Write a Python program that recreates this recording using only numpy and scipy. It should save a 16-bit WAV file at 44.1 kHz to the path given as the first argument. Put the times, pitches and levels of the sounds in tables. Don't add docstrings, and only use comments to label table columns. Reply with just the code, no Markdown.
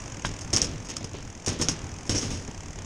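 import sys
import numpy as np
from scipy import signal
from scipy.fft import rfft, irfft
from scipy.io import wavfile

SR = 44100
rng = np.random.default_rng(int(sys.argv[2]) if len(sys.argv) > 2 else 0)


def store_pcm(level_fs):
    pcm = np.round(np.clip(level_fs, -1, 1) * 32767).astype(np.int16)
    wavfile.write(sys.argv[1], SR, np.atleast_2d(pcm).T)


N = 125685

# frequency in Hz, relative level per Hz in dB.
RATTLE_COLOUR = [(300, -24.5), (1000, -12), (2000, -17.5), (3300, -14), (4200, -17.5), (4900, -6.5),
                 (5600, -1.5), (6100, -6.5), (6450, -0.5), (7100, -10), (7800, -13), (8600, -15.5),
                 (10000, -21), (12000, -42), (14000, -39), (16000, -55)]


def amp(db):
    return 10 ** (np.asarray(db) / 20)


def evened(x):
    return x / np.sqrt(np.mean(x ** 2) + 1e-20)


def curve(points):
    return np.interp(np.arange(N) / SR, *np.transpose(points))


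def read(points, hz):
    f, value = np.transpose(points)
    return np.interp(np.log(hz + 1), np.log(f + 1), value)


def add(mix, s, sound):
    part = mix[max(round(s * SR), 0):][:len(sound)]
    part += sound[:len(part)]


def coloured(x, colour):
    size = 4096
    hz = abs(np.fft.fftfreq(size, 1 / SR))
    log_gain = np.log(amp(read(colour, hz)))
    taps = np.fft.ifft(np.exp(np.conj(signal.hilbert(log_gain)))).real
    return signal.fftconvolve(x, taps / np.linalg.norm(taps))[:len(x)]


def dying(t, t60):
    return np.exp(-np.log(1000) * t / t60)


def onset(t, rise_s):
    return np.minimum(t / rise_s, 1)


def wobble(count, top_hz):
    t = np.arange(count) / SR
    rates = np.geomspace(top_hz / 5, top_hz, 20)
    return evened(sum(np.sin(2 * np.pi * (f * t + rng.random())) for f in rates))


def ringing(modes, t, spread_db=0):
    total = np.zeros(len(t))
    for f, db, t60 in modes:
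        level = amp(db + spread_db * rng.standard_normal())
        total += level * dying(t, t60) * np.sin(2 * np.pi * (f * t + rng.random()))
    return total


def struck(modes, rise_s, pitch=1):
    t = np.arange(SR // 10) / SR
    ring = sum(amp(db) * dying(t, t60) * np.sin(2 * np.pi * f * pitch * t) for f, db, t60 in modes)
    return onset(t, rise_s) * ring


def freehub():
    # time in seconds, ticks per second.
    tick_rate = [(0.0, 55.21), (0.2, 37.01), (0.25, 44.81), (0.45, 33.75), (0.65, 46.28), (0.95, 43.23),
                 (1.1, 47.8), (1.15, 60.06), (1.25, 38.8), (1.45, 43.21), (1.8, 37.83), (2.0, 44.79),
                 (2.35, 43.01), (2.45, 37.81), (2.5, 27.02), (2.7, 43.7), (2.8, 28.51), (2.85, 45.59)]
    # time in seconds, level in dB.
    tick_level = [(0, -37), (.22, -36.5), (.37, -35), (.48, -36.5), (.75, -41), (1.15, -41), (1.4, -40.5),
                  (2.0, -38.5), (2.45, -39), (2.7, -37.5), (2.85, -37.5)]
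    # frequency in Hz, relative level per Hz in dB.
    tick_colour = [(300, -14.5), (900, 0), (1300, -9.5), (2200, -3.5), (3100, -7), (4100, -18), (5200, -3),
                   (6000, -0.5), (6500, 2.5), (7200, -4), (8000, -14), (9200, -16.5), (11500, -40),
                   (13300, -36), (16000, -40)]
    start_tooth, spread_db = .04, 1
    rise_s, decay_s = .0032, .0031
    teeth = np.cumsum(curve(tick_rate)) / SR + start_tooth
    level = curve(tick_level)
    t, out = np.arange(SR // 20) / SR, np.zeros(N)
    shape = onset(t, rise_s) * np.exp(-np.maximum(t - rise_s, 0) / decay_s)
    for at in np.flatnonzero(np.diff(np.floor(teeth), prepend=-1)):
        strength = amp(level[at] + spread_db * rng.standard_normal())
        add(out, at / SR, strength * shape * rng.standard_normal(len(t)))
    return coloured(out, tick_colour)


def deck():
    # start in seconds, boom, clatter and thud gains in dB.
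    joints = [(.249, -33, -40, -47), (.532, -31, -32.5, -25), (.566, -51, -33.5, -37),
              (.62, -35.5, -37.5, -54), (.89, -50, -39, -39), (1.008, -42, -47, -34),
              (1.042, -44, -52, -35), (1.141, -52, -41.5, -34.5), (1.474, -29, -32, -24.5),
              (1.519, -42, -48, -36), (1.596, -31.5, -37.5, -25.5), (1.614, -35.5, -36, -32.5),
              (1.686, -33.5, -37.5, -32), (2.094, -27.5, -31.5, -27), (2.146, -29, -35, -29.5),
              (2.226, -37.5, -35.5, -29), (2.308, -34, -39, -39), (2.48, -54, -49.5, -34),
              (2.779, -44, -48.5, -41)]
    # frequency in Hz, level in dB before spread, t60 in seconds.
    plate_modes = [(48, -2.5, 0.2), (89.7, -4, 0.49), (97.8, -2.5, 0.45), (116.7, -7, .45),
                   (162.7, -6.5, 0.69), (240, -8.5, 0.48), (285.4, -6, 0.47), (335.4, -11.5, 0.42)]
    # frequency in Hz, relative level per Hz in dB.
    clatter_colour = [(30, -17), (150, 6.5), (320, 3), (520, 2.5), (900, -9.5), (1500, -7.5), (3000, -5),
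                      (4200, -10), (5700, -13.5), (7000, -16.5), (9500, -45.5), (12000, -54), (16000, -34)]
    # band centre in Hz, t60 in seconds.
    clatter_t60 = [(60, 1), (300, 0.89), (900, 0.47), (2500, .45), (6000, 0.66), (14000, 0.31)]
    # frequency in Hz, relative level per Hz in dB.
    thud_colour = [(30, -5), (90, -4.5), (180, 2), (300, 1.5), (430, -2.5), (650, -10.5), (1200, -20.5),
                   (3000, -36), (8000, -53)]
    rise_s, thud_decay_s = .00067, .015
    t, out = np.arange(SR) / SR, np.zeros(N)
    hz = np.fft.rfftfreq(SR, 1 / SR)
    centres, t60s = np.transpose(clatter_t60)
    bands = np.array([read(list(zip(centres, row)), hz) for row in np.eye(len(centres))])
    fades = dying(t, t60s[:, None])
    for s, boom_db, clatter_db, thud_db in joints:
        boom = ringing(plate_modes, t, spread_db=1)
        spectrum = rfft(coloured(rng.standard_normal(SR), clatter_colour))
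        clatter = (irfft(spectrum * bands) * fades).sum(0)
        thud = coloured(rng.standard_normal(SR), thud_colour) * np.exp(-t / thud_decay_s)
        blow = amp(boom_db) * boom + amp(clatter_db) * clatter + amp(thud_db) * thud
        add(out, s, onset(t, rise_s) * blow)
    return out


def chain():
    # start in seconds, level in dB before colour and decay, decay time constant in seconds.
    rattles = [(0.251, -31, 0.017), (0.388, -35, 0.0028), (.41, -36.5, 0.015), (0.53, -25, .008),
               (.535, -22, 0.017), (.565, -19.5, 0.016), (.619, -24.5, 0.019), (0.644, -29.5, 0.014),
               (.851, -42.5, 0.02), (0.887, -35, 0.013), (.898, -33.5, 0.015), (.966, -29.5, 0.0095),
               (1.042, -31.5, 0.008), (1.462, -26, 0.021), (1.481, -25, 0.018), (1.524, -39, .025),
               (1.59, -38.5, 0.051), (1.613, -19, 0.01), (1.619, -26, .02), (1.685, -19.5, .011),
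               (1.691, -31, 0.021), (1.715, -31, 0.0093), (2.064, -39, 0.012), (2.094, -24.5, 0.018),
               (2.112, -32, 0.034), (2.149, -31.5, 0.053), (2.178, -31, 0.025), (2.212, -34.5, 0.069),
               (2.305, -38, 0.074)]
    rise_s, contacts_per_s, spread_db = .00054, 2800, 6.5
    contact_share = .8
    clump_db, clump_top_hz = 2, 225.6
    t, out = np.arange(SR // 3) / SR, np.zeros(N)
    for s, db, decay_s in rattles:
        sizes = amp(spread_db * rng.uniform(-0.91, 1, len(t)))
        signs = rng.choice([-1, 1], len(t))
        hits = rng.random(len(t)) < contacts_per_s / SR
        contacts = evened(sizes * signs * hits)
        noise = rng.standard_normal(len(t))
        shower = np.sqrt(contact_share) * contacts + np.sqrt(1 - contact_share) * noise
        shower = evened(shower * amp(clump_db * wobble(len(t), clump_top_hz)))
        add(out, s, amp(db) * onset(t, rise_s) * np.exp(-t / decay_s) * shower)
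    return coloured(out, RATTLE_COLOUR)


def steel(x):
    # frequency in Hz, relative level in dB, t60 in seconds.
    steel_modes = [(5170, -6, 0.28), (5020, -4, 0.11), (5150, -2.5, 0.21), (5650, -16.5, 0.051),
                   (5700, -11, 0.13), (5625, -2, 0.21), (5850, -2.5, 0.22), (5730, -11, 0.055),
                   (6060, -4.5, 0.15), (6620, 3, 0.052), (6460, -2, 0.11), (6970, -18, 0.071),
                   (6755, -18, 0.22), (6800, -19, 0.17)]
    ring = ringing(steel_modes, np.arange(SR // 3) / SR)
    return x + amp(-50) * signal.fftconvolve(x, ring)[:N]


def buzzes():
    # start in seconds, length in seconds, resonance in Hz, level in dB before the swell.
    buzz_rows = [(1.609, .035, 6440, -33), (2.144, 0.064, 5860, -30)]
    width_hz = 390
    out, radius = np.zeros(N), np.exp(-np.pi * width_hz / SR)
    for s, length, hz, db in buzz_rows:
        t = np.arange(0, length, 1 / SR)
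        chatter = rng.standard_normal(len(t))
        pole = radius * np.exp(2j * np.pi * hz / SR)
        ring = signal.lfilter([1], [1, -pole], chatter).real
        swell = np.sqrt(np.sin(np.pi * t / length))
        add(out, s, amp(db) * swell * evened(coloured(ring, RATTLE_COLOUR)))
    return out


def snaps():
    # start in seconds, gain in dB.
    snap_rows = [(0.5362, -8), (0.543, -14), (.554, -9), (0.5639, -1.5), (0.5703, -13), (.6175, -1),
                 (0.646, -15), (1.4838, -25), (1.619, -30), (1.692, -12), (2.174, -23), (2.1815, -11.5)]
    # frequency in Hz before detuning, level in dB, t60 in seconds.
    snap_modes = [(5500, -6.5, 0.0071), (5710, 2, 0.0041), (6320, -8, 0.0081), (8200, -14, .004)]
    rise_s, detune = .00054, .013
    out = np.zeros(N)
    for s, db in snap_rows:
        pitch = 1 + detune * rng.standard_normal()
        add(out, s, amp(db) * struck(snap_modes, rise_s, pitch))
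    return out


def clack():
    # frequency in Hz, relative level in dB, t60 in seconds.
    clack_modes = [(181, -14, 0.013), (1060, -7.5, 0.0061), (1580, -0.5, 0.0053)]
    # frequency in Hz, relative level per Hz in dB.
    tail_colour = [(100, -9), (600, -9), (1000, 3.5), (1300, -4), (1580, 4), (2200, -12), (2900, -4),
                   (3700, -1), (4300, -20), (6000, -5), (10000, -42)]
    start_s, level_db, rise_s = .249, -9.5, .00018
    tail_db, tail_decay_s = -26, .011
    t, out = np.arange(SR // 10) / SR, np.zeros(N)
    add(out, start_s, -amp(level_db) * struck(clack_modes, rise_s))
    burst = rng.standard_normal(len(t)) * np.exp(-t / tail_decay_s)
    add(out, start_s, amp(tail_db) * coloured(burst, tail_colour))
    return out


def tyres():
    # frequency in Hz, relative level per Hz in dB.
    rumble_colour = [(15, -8.5), (35, 2.5), (55, -3.5), (75, -1.5), (102, 4.5), (125, -5), (155, -3.5),
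                     (195, -10), (300, -10), (420, -23.5), (800, -39.5), (2000, -58.5)]
    # time in seconds, level in dB.
    rumble_level = [(0, -41.5), (.45, -40), (.75, -35.5), (.92, -45), (1.1, -44.5), (1.28, -40),
                    (1.4, -45.5), (1.6, -45), (1.9, -38), (2.02, -44), (2.3, -34.5), (2.45, -40.5),
                    (2.62, -42), (2.85, -40)]
    swell_db = 2.5 * wobble(N, top_hz=25.11)
    rumble = evened(coloured(rng.standard_normal(N), rumble_colour))
    return amp(curve(rumble_level) + swell_db) * rumble


def river():
    # frequency in Hz, relative level per Hz in dB.
    river_colour = [(100, 7), (400, 2.5), (900, -1.5), (1400, -5), (2600, -8), (4200, -17.5), (5600, -8),
                    (6600, -9.5), (8000, -17.5), (9500, -24), (11500, -43), (14000, -71), (16000, -69)]
    # time in seconds, level in dB.
    river_level = [(0, -42.5), (.45, -44), (.7, -43.5), (1.05, -48), (1.4, -47), (1.8, -43), (2.05, -45),
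                   (2.5, -45.5), (2.85, -46)]
    return amp(curve(river_level)) * coloured(rng.standard_normal(N), river_colour)


def scene():
    bike = freehub() + steel(chain()) + buzzes() + snaps() + clack()
    bridge = deck() + tyres()
    return (bike + bridge + river())[None]


def record(dry):
    low_pass = signal.firwin(511, 15800, window=("kaiser", 9), fs=SR)
    return signal.oaconvolve(dry, low_pass[None], "same")


dry = scene()
out = record(dry)
store_pcm(out)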